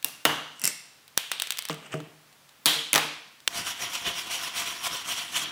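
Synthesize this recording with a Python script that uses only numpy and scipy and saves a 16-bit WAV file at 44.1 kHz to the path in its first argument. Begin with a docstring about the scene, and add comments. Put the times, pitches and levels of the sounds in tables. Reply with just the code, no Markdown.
"""Workshop bench, pliers and brush

Pliers snap plastic struts off a hollow printed bust: each snap is a crack with short rings.
Steel jaws chatter and scrape, broken bits tick on the bench, and the part drags and knocks on the wood.
Then a stiff brush scrubs in swells of noise; at the very end a wider, duller hand sanding begins.
A bare room answers with fading noise; the microphone is nearly mono and hisses faintly."""
import sys
import numpy as np
from scipy import signal
from scipy.fft import rfft, irfft, next_fast_len
from scipy.io import wavfile
from scipy.ndimage import uniform_filter1d, map_coordinates

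SR = 44100
rng = np.random.default_rng(int(sys.argv[2]) if len(sys.argv) > 2 else 0)


def pcm_store(signal):
    """Save signal as 16-bit PCM."""
    levels = np.round(np.clip(np.atleast_2d(signal), -1, 1) * 32767)
    wavfile.write(sys.argv[1], SR, levels.astype(np.int16).T)


N = 242991

# In the tables, a fade time is the time in seconds to fall by 60 dB.
# Faint steady tones. Each row: frequency in Hz, peak level in dB.
STEADY_TONES = [(142, -71), (15625, -88)]
# Colour of the microphone hiss. Each row: frequency in Hz, relative level in dB.
HISS_COLOUR = [(15, -47), (25, -8), (247, -2), (333, -6), (498, -4.5), (926, -3.5), (1090, -3.5),
               (3120, -5.5), (7380, -11.5), (15700, -15.5)]
# Colour of the noise that differs between the channels. Each row: frequency in Hz, relative level in dB.
SIDE_HISS_COLOUR = [(25, 17), (850, -3), (2500, -18), (5000, -11), (15700, 0.5)]
# Colour of the extra width in the sanding scene. 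Each row: frequency in Hz, relative level in dB.
WIDE_COLOUR = [(59, -58), (100, -26), (1320, -16), (2660, -18), (3150, 0), (3570, -19), (15700, -39)]
# How long the room rings. Each row: frequency in Hz, fade time in seconds.
ROOM_FADE = [(100, 0.54), (260, 0.49), (700, 0.55), (1840, 0.67), (4850, 0.73), (9000, 0.51), (15000, 0.31)]
# Colour of the echo; treble mostly beams past the walls. Each row: frequency in Hz, relative level in dB.
WALL_COLOUR = [(300, 2.5), (3500, 2), (6000, -4), (15000, -3.5)]
# Resonances of the hollow part. Each row: centre in Hz, width in Hz, boost in dB.
SHELL_RESONANCES = [(692, 12.4, 8), (1080, 200, 0), (2340, 200, 1), (3170, 590, 4.5), (5675, 270, 7.5),
                    (8860, 100, 0), (10330, 1100, 2.5)]
# Ringing tones of the wooden bench. Each row: pitch in Hz, relative level in dB, fade time in seconds.
BENCH_TONES = [(155.4, -10, 0.29), (264, -21, 0.4), (303, 1, 0.092), (383, -5.5, 0.077),
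               (453.6, -6.5, 0.19), (636, -14, 0.17), (711, -20, 0.27), (953, -35, 0.12), (1210, -6, 0.017)]
# Drags and scrapes: first the plier jaws scrape, later the part drags on the wood. Each row: loudest moment
# in seconds, level in dB, rise in seconds, fall in seconds, scratch level in dB against the rub.
SCRAPES = [(0.642, -35, 0.029, 0.068, -2.5), (0.678, -37, 0.053, 0.051, 7),
           (1.702, -28, 0.0062, 0.039, -10.5), (1.865, -43.5, 0.12, 0.068, -12),
           (1.93, -33.5, 0.025, 0.067, -13), (2.04, -49, 0.085, .1, -30)]
# Colour of the dragging rub. Each row: frequency in Hz, relative level in dB.
DRAG_COLOUR = [(60, -35), (150, 10), (320, -1), (800, -0.5), (2000, -0.5), (3000, 2.5), (4500, -30)]
# Colour of the scratching. Each row: frequency in Hz, relative level in dB.
SCRATCH_COLOUR = [(2500, -37), (4500, 6.5), (8500, 13), (11000, -18), (15500, -16)]
# The base lands on the bench. 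Each row: start in seconds, level in dB, crack in dB against that level.
LANDINGS = [(1.697, -18, 1), (1.94, -16.5, -7), (2.003, -32, 4.5)]
# Loose bits tick on the bench and the part. Each row: start in seconds, level in dB,
# treble tilt in dB per octave (held between -9 and 6), ring in dB against the level.
BIT_TICKS = [(0.0273, -30, 10, 5), (0.085, -24, 6, -8), (1.0796, -35.5, 0, 0), (1.1729, -34, -9, 5),
             (1.3165, -11, -4, 6), (1.3328, -29, -6, 4), (1.399, -21.5, 0, 12), (1.4211, -9.5, 1, 0.5),
             (1.4364, -30, -5, 6), (1.472, -26.5, -4, 8.5), (1.506, -10, 3, 0), (1.5219, -16.5, 5, 2),
             (1.573, -26, -1, 5), (1.5856, -17.5, 0, -0.5), (1.5901, -12, 0, -7), (1.6234, -25, 0, 0),
             (1.6344, -35, 3, -4), (1.653, -20.5, -1, 2), (1.6872, -19, 0.5, -4), (1.7124, -30, 2, 2),
             (1.729, -27, -5, 2), (1.744, -32, -1.5, 3), (2.328, -47, -3, 6), (2.492, -42, -7, 6),
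             (3.4037, -38.5, -5, 0)]
# Ring of one loose bit. Each row: pitch in Hz, width as a share of the pitch, relative level in dB.
BIT_TONES = [(1500, 1, -33), (3330, 0.49, -10.5), (8100, 0.031, -21.5)]
# Steel jaws of the pliers touch. Each row: start in seconds, level in dB.
JAW_TOUCHES = [(0.5958, -32), (0.617, -25.5), (0.639, -14.5), (0.6444, -14.5), (0.6537, -10.5),
               (0.6655, -20), (0.6759, -10), (0.689, -31)]
# Ringing tones of the steel. Each row: pitch in Hz, relative level in dB, fade time in seconds.
STEEL_TONES = [(2090, -10.5, 0.023), (2688, -12, 0.051), (5610, -3, 0.014), (5950, -7, 0.015),
               (7700, 1, 0.011), (9000, 0.5, 0.006), (10000, -1, 0.013), (13000, 3.5, .004)]
# Brush strokes, push and pull in turn. Each row: loudest moment in seconds, level in dB, rise in seconds,
# fall in seconds, bristle tips in dB and body in dB, both against the level.
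STROKES = [(3.579, -34, 0.075, .1, -1.5, -13.5), (3.676, -33, 0.045, 0.078, -1, -23),
           (3.828, -34, 0.08, 0.11, -3.5, -16), (3.946, -35, 0.072, 0.1, -1.5, -17),
           (4.076, -28.5, 0.04, 0.063, -7, -13.5), (4.175, -37, .055, 0.1, -1.5, -19),
           (4.333, -30.5, 0.06, 0.095, -3, -22), (4.438, -35, 0.095, 0.11, -3, -19.5),
           (4.58, -29, 0.051, 0.093, -2.7, -17.5), (4.676, -36.5, 0.076, .16, -2, -20),
           (4.856, -30, .055, 0.057, -1.7, -24), (4.945, -35.5, 0.06, 0.12, -2.5, -15),
           (5.1, -34, 0.057, 0.091, 1, -18.5), (5.182, -36, 0.065, 0.13, -3, -20),
           (5.366, -32.5, .065, 0.082, 1, -19.5), (5.435, -36.5, .06, 0.11, -1.5, -12)]
# Colour of the scrubbing. Each row: frequency in Hz, relative level in dB.
SCRUB_COLOUR = [(24, -52), (40, -12), (280, -10.5), (606, -15.5), (686, -6), (838, -11.5), (998, -2.5),
                (1600, -5.5), (2990, -2.5), (3840, -5.5), (5720, -6.5), (6320, -7.5), (15500, -19.5)]
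# Struts break, some in several steps. Each row: start in seconds, level in dB, body in dB, strut pitch in Hz,
# its width as a share of the pitch, strut in dB, treble tilt in dB per octave (held between -9 and 6),
# bench in dB, room in dB. Body, strut, bench and room are set against the level.
STRUT_SNAPS = [(0.0457, -1.5, -34.5, 2796, 0.024, -24.5, 6, -41, -9),
               (0.2524, -3.5, -8.5, 2865, 0.056, -10, 18, -20, -5),
               (1.1763, -0.5, -35.5, 3220, 0.29, -13.5, 0, -54, -12),
               (2.6583, 1, -24, 4070, 0.16, -9.5, 7, -29, -5.5),
               (2.663, -3, -47, 3320, 0.15, -15, 1, -42, 4),
               (2.6714, -12.5, -43, 3420, 0.12, -17, -3, -32, 4),
               (2.9313, 0, -25.5, 2410, 0.21, -13.5, 3, -29, -6),
               (2.9408, -7.5, -35, 2880, .25, -7, -2, -34, -21),
               (2.9504, -5, -14, 2900, 0.44, -16.5, -5, -22.5, -8),
               (2.9584, 1, -15.5, 2510, 0.34, -16, -2, -33.5, -8.5),
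               (2.979, -10, -7, 3600, 0.28, -4.5, -8, -40, -13.5),
               (3.477, -5, -30.5, 3160, .3, -5.5, -6.5, -52, -30)]

BRUSH_START_S = 3.484  # earlier echoes stop here and the brushing begins
SANDING_START_S = 5.443  # from here the next scene begins: wider, duller hand sanding
STEADY_TOP_HZ, TOP_HZ = 15750, 17000  # upper limits: steady noise, rubbing and echo; everything
ECHO_SAMPLES = SR * 9 // 10
HIT_TIME = np.arange(SR // 4) / SR  # seconds within one short hit
TIME = np.arange(N) / SR  # seconds within the whole sound
HISS_DB = -58.5
TICK_ROOM_DB = -10.5
JAW_RING_DB, JAW_ROOM_DB = -5.5, -9.5
TIPS_SWING, BODY_SWING = 1.25, 1  # how steeply treble and body follow a stroke; the main rub has 1
RUB_REST_DB, TIPS_REST_DB, BODY_REST_DB = -46.5, -49, -57.5  # the rubbing never quite stops
SANDING_TREBLE_DB = -12  # the sanding has less treble than the brush
BODY_HZ = 1074
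OVERTONE, OVERTONE_DB = 2.09, -7  # a strut's second ring: pitch ratio and level over its first


def amp(db):
    """Turns decibels into a plain multiplier."""
    return 10 ** (np.asarray(db) / 20)


def unit(x):
    """Scales a signal to an average (rms) level of 1."""
    return x / np.sqrt(np.mean(x ** 2) + 1e-20)


def along(points, hz):
    """Reads a curve of (Hz, value) points, spaced as the ear hears pitch."""
    f, v = np.transpose(points)
    return np.interp(np.log(hz + 1), np.log(f + 1), v)


def filtered(x, response):
    """Colours a signal by a gain for each frequency."""
    n = x.shape[-1]
    padded = next_fast_len(n + 8192)
    spectrum = rfft(x, padded) * response(np.fft.rfftfreq(padded, 1 / SR))
    return irfft(spectrum, padded)[..., :n]


def band(hz, width):
    """One resonance; its width is a share of its pitch."""
    return lambda f: 1j * f * width * hz / (hz * hz - f * f + 1j * f * width * hz)


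def hollow(f):
    """The hollow part boosts sound near each of its resonances."""
    boost_db = sum(db / (1 + (2 * (f - centre) / width) ** 2) for centre, width, db in SHELL_RESONANCES)
    return amp(boost_db)


def burst(tone, t60, db):
    """Gives a spike with a dying noise rattle, then a plain pulse with the rattle's colour and energy."""
    pulse = filtered(1. * (HIT_TIME == 0), tone)
    pulse = pulse / np.linalg.norm(pulse)
    fall = amp(db - 60 * HIT_TIME / t60)
    rattle = unit(filtered(rng.standard_normal(len(HIT_TIME)), tone)) * fall
    return np.array([rattle + 3 * amp(db) * pulse, np.linalg.norm(fall) * pulse])


def crack(t60, tilt_db):
    """A sharp break through the hollow part, tilted about 4 kHz, thin in the bass and at the very top."""
    def colour(f):
        octaves = np.log2(np.clip(f, 1000, 12000) / 4000)
        tilt = amp(np.clip(tilt_db, -9, 6) * octaves)
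        ends = (1j * f / (900 + 1j * f)) ** 2 / (1 + (f / 15500) ** 8)
        return tilt * ends * hollow(f)
    return burst(colour, t60, db=-7)


def ring(modes, scatter_db, detune):
    """A struck object sings in fading tones; strengths and pitches vary a little each time."""
    total = np.zeros(len(HIT_TIME))
    for hz, db, t60 in modes:
        fall = amp(db + scatter_db * rng.standard_normal() - 60 * HIT_TIME / t60)
        onset = 1 - np.exp(-HIT_TIME * hz * 2)
        pitch = hz * (1 + detune * rng.standard_normal())
        total += fall * onset * np.sin(2 * np.pi * pitch * HIT_TIME)
    return total


def grit(rate, spread_db, spectrum, smooth):
    """Rubbing: tiny slips of uneven size, rate per second on average, on a smooth noise."""
    happens = rng.random(N) < rate / SR
    slips = happens * amp(spread_db * rng.standard_normal(N)) * rng.standard_normal(N)
    rub = unit(slips) + smooth * rng.standard_normal(N)
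    return filtered(rub, lambda f: amp(along(spectrum, f)) * (f < STEADY_TOP_HZ))


def patchy(x, depth_db):
    """Makes random patches of time and pitch louder or softer."""
    z = signal.stft(x, nperseg=256)[2]
    field = uniform_filter1d(rng.standard_normal(z.shape), size=5, axis=0)  # smooth over pitch
    field = uniform_filter1d(field, size=12, axis=1)  # smooth over time
    return signal.istft(z * amp(depth_db * unit(field)), nperseg=256)[1][:N]


def swells(rows, roundness, swing, column=None):
    """Gain that swells: 20 dB times swing down at a rise before or a fall after each top."""
    rows = np.array(rows)[:, :, None]
    top_s, db, rise, fall = rows[:, 0], rows[:, 1], rows[:, 2], rows[:, 3]
    away = np.abs(TIME - top_s) / np.where(TIME < top_s, rise, fall)
    extra_db = rows[:, column] if column else 0  # a chosen column adds to each swell's level
    level_db = db - 20 * swing * away ** roundness + extra_db
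    return np.sqrt(np.sum(amp(level_db) ** 2, axis=0))


def echo(x):
    """The bare room answers with a fresh noise tail; each frequency dies at its own speed."""
    hz, t, z = signal.stft(rng.standard_normal(ECHO_SAMPLES), SR, nperseg=256)
    rise = 1 - np.exp(-t / 0.0021)  # the first walls take a moment
    fade = amp(-60 * t / along(ROOM_FADE, hz)[:, None])
    colour = amp(along(WALL_COLOUR, hz)) * (hz < STEADY_TOP_HZ)
    tail = signal.istft(z * rise * fade * colour[:, None], SR, nperseg=256)[1]
    return signal.fftconvolve(x, tail / np.linalg.norm(tail))


def add(track, s, hit, room_db):
    """Places a hit and its echo; the echo is fed by a plain pulse with the hit's colour and energy."""
    sound, plain = hit
    wet = amp(room_db) * echo(plain)
    wet[:len(sound)] += sound
    start = round(s * SR)
    wet = wet[:round(BRUSH_START_S * SR) - start]
    track[start:start + len(wet)] += wet


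def steady(spectrum, db):
    """Even noise of a chosen colour and average level."""
    noise = rng.standard_normal(N)
    return amp(db) * unit(filtered(noise, lambda f: amp(along(spectrum, f)) * (f < STEADY_TOP_HZ)))


def floor():
    """Background: microphone hiss as even noise, and two faint tones as sine waves."""
    tones = sum(amp(db) * np.sin(2 * np.pi * hz * TIME) for hz, db in STEADY_TONES)
    return steady(HISS_COLOUR, HISS_DB) + tones


def scrapes():
    """Drags and scrapes, many tiny slips: first the plier jaws scrape, later the part drags on the wood."""
    rub = unit(grit(rate=300, spread_db=4, spectrum=DRAG_COLOUR, smooth=1.0))
    scratch = unit(grit(rate=1200, spread_db=4, spectrum=SCRATCH_COLOUR, smooth=0.7))
    rub_gain = swells(SCRAPES, roundness=0.84, swing=1)
    scratch_gain = swells(SCRAPES, roundness=0.73, swing=0.98, column=4)
    dry = rub_gain * rub + scratch_gain * scratch
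    return dry + amp(-17) * echo(dry)[:N]


def knocks(track):
    """The heavy part lands on the bench top: the wood rings and rattles, with a crack on contact."""
    for s, db, crack_db in LANDINGS:
        bench = amp(-6.0) * ring(BENCH_TONES, scatter_db=6.0, detune=0.0033)
        rattle = burst(band(620, width=1.0), t60=0.061, db=-24.5)
        contact = amp(crack_db) * crack(0.018, tilt_db=-9)
        add(track, s, amp(db) * (bench + rattle + contact), room_db=-11.5)


def ticks(track):
    """A loose bit lands: a small crack and its own brief ring."""
    for s, db, tilt_db, ring_db in BIT_TICKS:
        bit = sum(burst(band(hz, width), t60=0.016, db=level) for hz, width, level in BIT_TONES)
        contact = crack(0.005, tilt_db)
        add(track, s, amp(db) * (contact + amp(ring_db) * bit), TICK_ROOM_DB)


def jaws(track):
    """Steel on steel: a bright tick and a brief ring that shifts with the grip."""
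    for s, db in JAW_TOUCHES:
        contact = crack(0.006, tilt_db=3)
        steel = amp(JAW_RING_DB) * ring(STEEL_TONES, scatter_db=3.0, detune=0.028)
        add(track, s, amp(db) * (contact + steel), JAW_ROOM_DB)


def brush_and_sanding():
    """Bristles flick over ridges, tips hiss and the push shakes the body; the same rub, duller, is sanding."""
    rub = grit(rate=6000, spread_db=2.5, spectrum=SCRUB_COLOUR, smooth=1.3)
    rub = filtered(rub, hollow)
    rub = patchy(rub, depth_db=2.0)  # each tuft meets other ridges

    def above(f, hz):  # passes what lies above hz
        return 1 / (1 + (hz / (f + 1)) ** 6)

    body = unit(filtered(rub, lambda f: 1 - above(f, hz=640)))
    middle = unit(filtered(rub, lambda f: above(f, hz=570) - above(f, hz=4540)))
    treble = unit(filtered(rub, lambda f: above(f, hz=5000)))
    treble = treble * amp(SANDING_TREBLE_DB * (TIME > SANDING_START_S))

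    def press(rest_db, swing, column):  # stroke loudness over a resting level
        return np.hypot(amp(rest_db), swells(STROKES, 1.53, swing, column))

    strokes = (press(RUB_REST_DB, 1, column=None) * middle
               + press(TIPS_REST_DB, TIPS_SWING, column=4) * treble
               + press(BODY_REST_DB, BODY_SWING, column=5) * body)
    # bristle tufts catch and let go: a new random level every 600 samples, joined smoothly
    flutter = map_coordinates(rng.standard_normal(N // 600 + 4), [np.arange(N) / 600])
    dry = (TIME > BRUSH_START_S) * amp(1.38 * flutter) * strokes
    return dry + amp(-11.5) * echo(dry)[:N]


def snaps(track):
    """A strut breaks: a crack, a dull rattle of the body, a brief strut ring, a push into the bench."""
    for s, db, body_db, strut_hz, width, strut_db, tilt_db, bench_db, room_db in STRUT_SNAPS:
        body = burst(band(BODY_HZ, width=1.0), t60=0.043, db=body_db)
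        strut = burst(band(strut_hz, width), t60=0.014, db=strut_db)
        overtone = burst(band(OVERTONE * strut_hz, width), t60=0.004, db=strut_db + OVERTONE_DB)
        bench = amp(bench_db) * ring(BENCH_TONES, scatter_db=0.5, detune=0.017)
        snap = crack(0.0065, tilt_db)
        add(track, s, amp(db) * (snap + body + strut + overtone + bench), room_db)


def scene():
    """All sources sit in the middle; only faint noise, stronger in the sanding scene, gives width."""
    track = np.zeros(N)
    snaps(track)
    ticks(track)
    jaws(track)
    knocks(track)
    middle = track + scrapes() + brush_and_sanding() + floor()
    sanding_width = steady(WIDE_COLOUR, db=-44) * (TIME > SANDING_START_S)
    side = steady(SIDE_HISS_COLOUR, db=-76.5) + sanding_width
    return np.array([middle + side, middle - side])


def record(dry):
    """Loud peaks are rounded off; the deep bass is thin and nothing passes above the top limit."""
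    soft = dry / (1 + np.abs(dry / 0.7) ** 6) ** (1 / 6)
    return filtered(soft, lambda hz: (hz < TOP_HZ) * 1j * hz / (90 + 1j * hz))


dry = scene()
out = record(dry)
pcm_store(out)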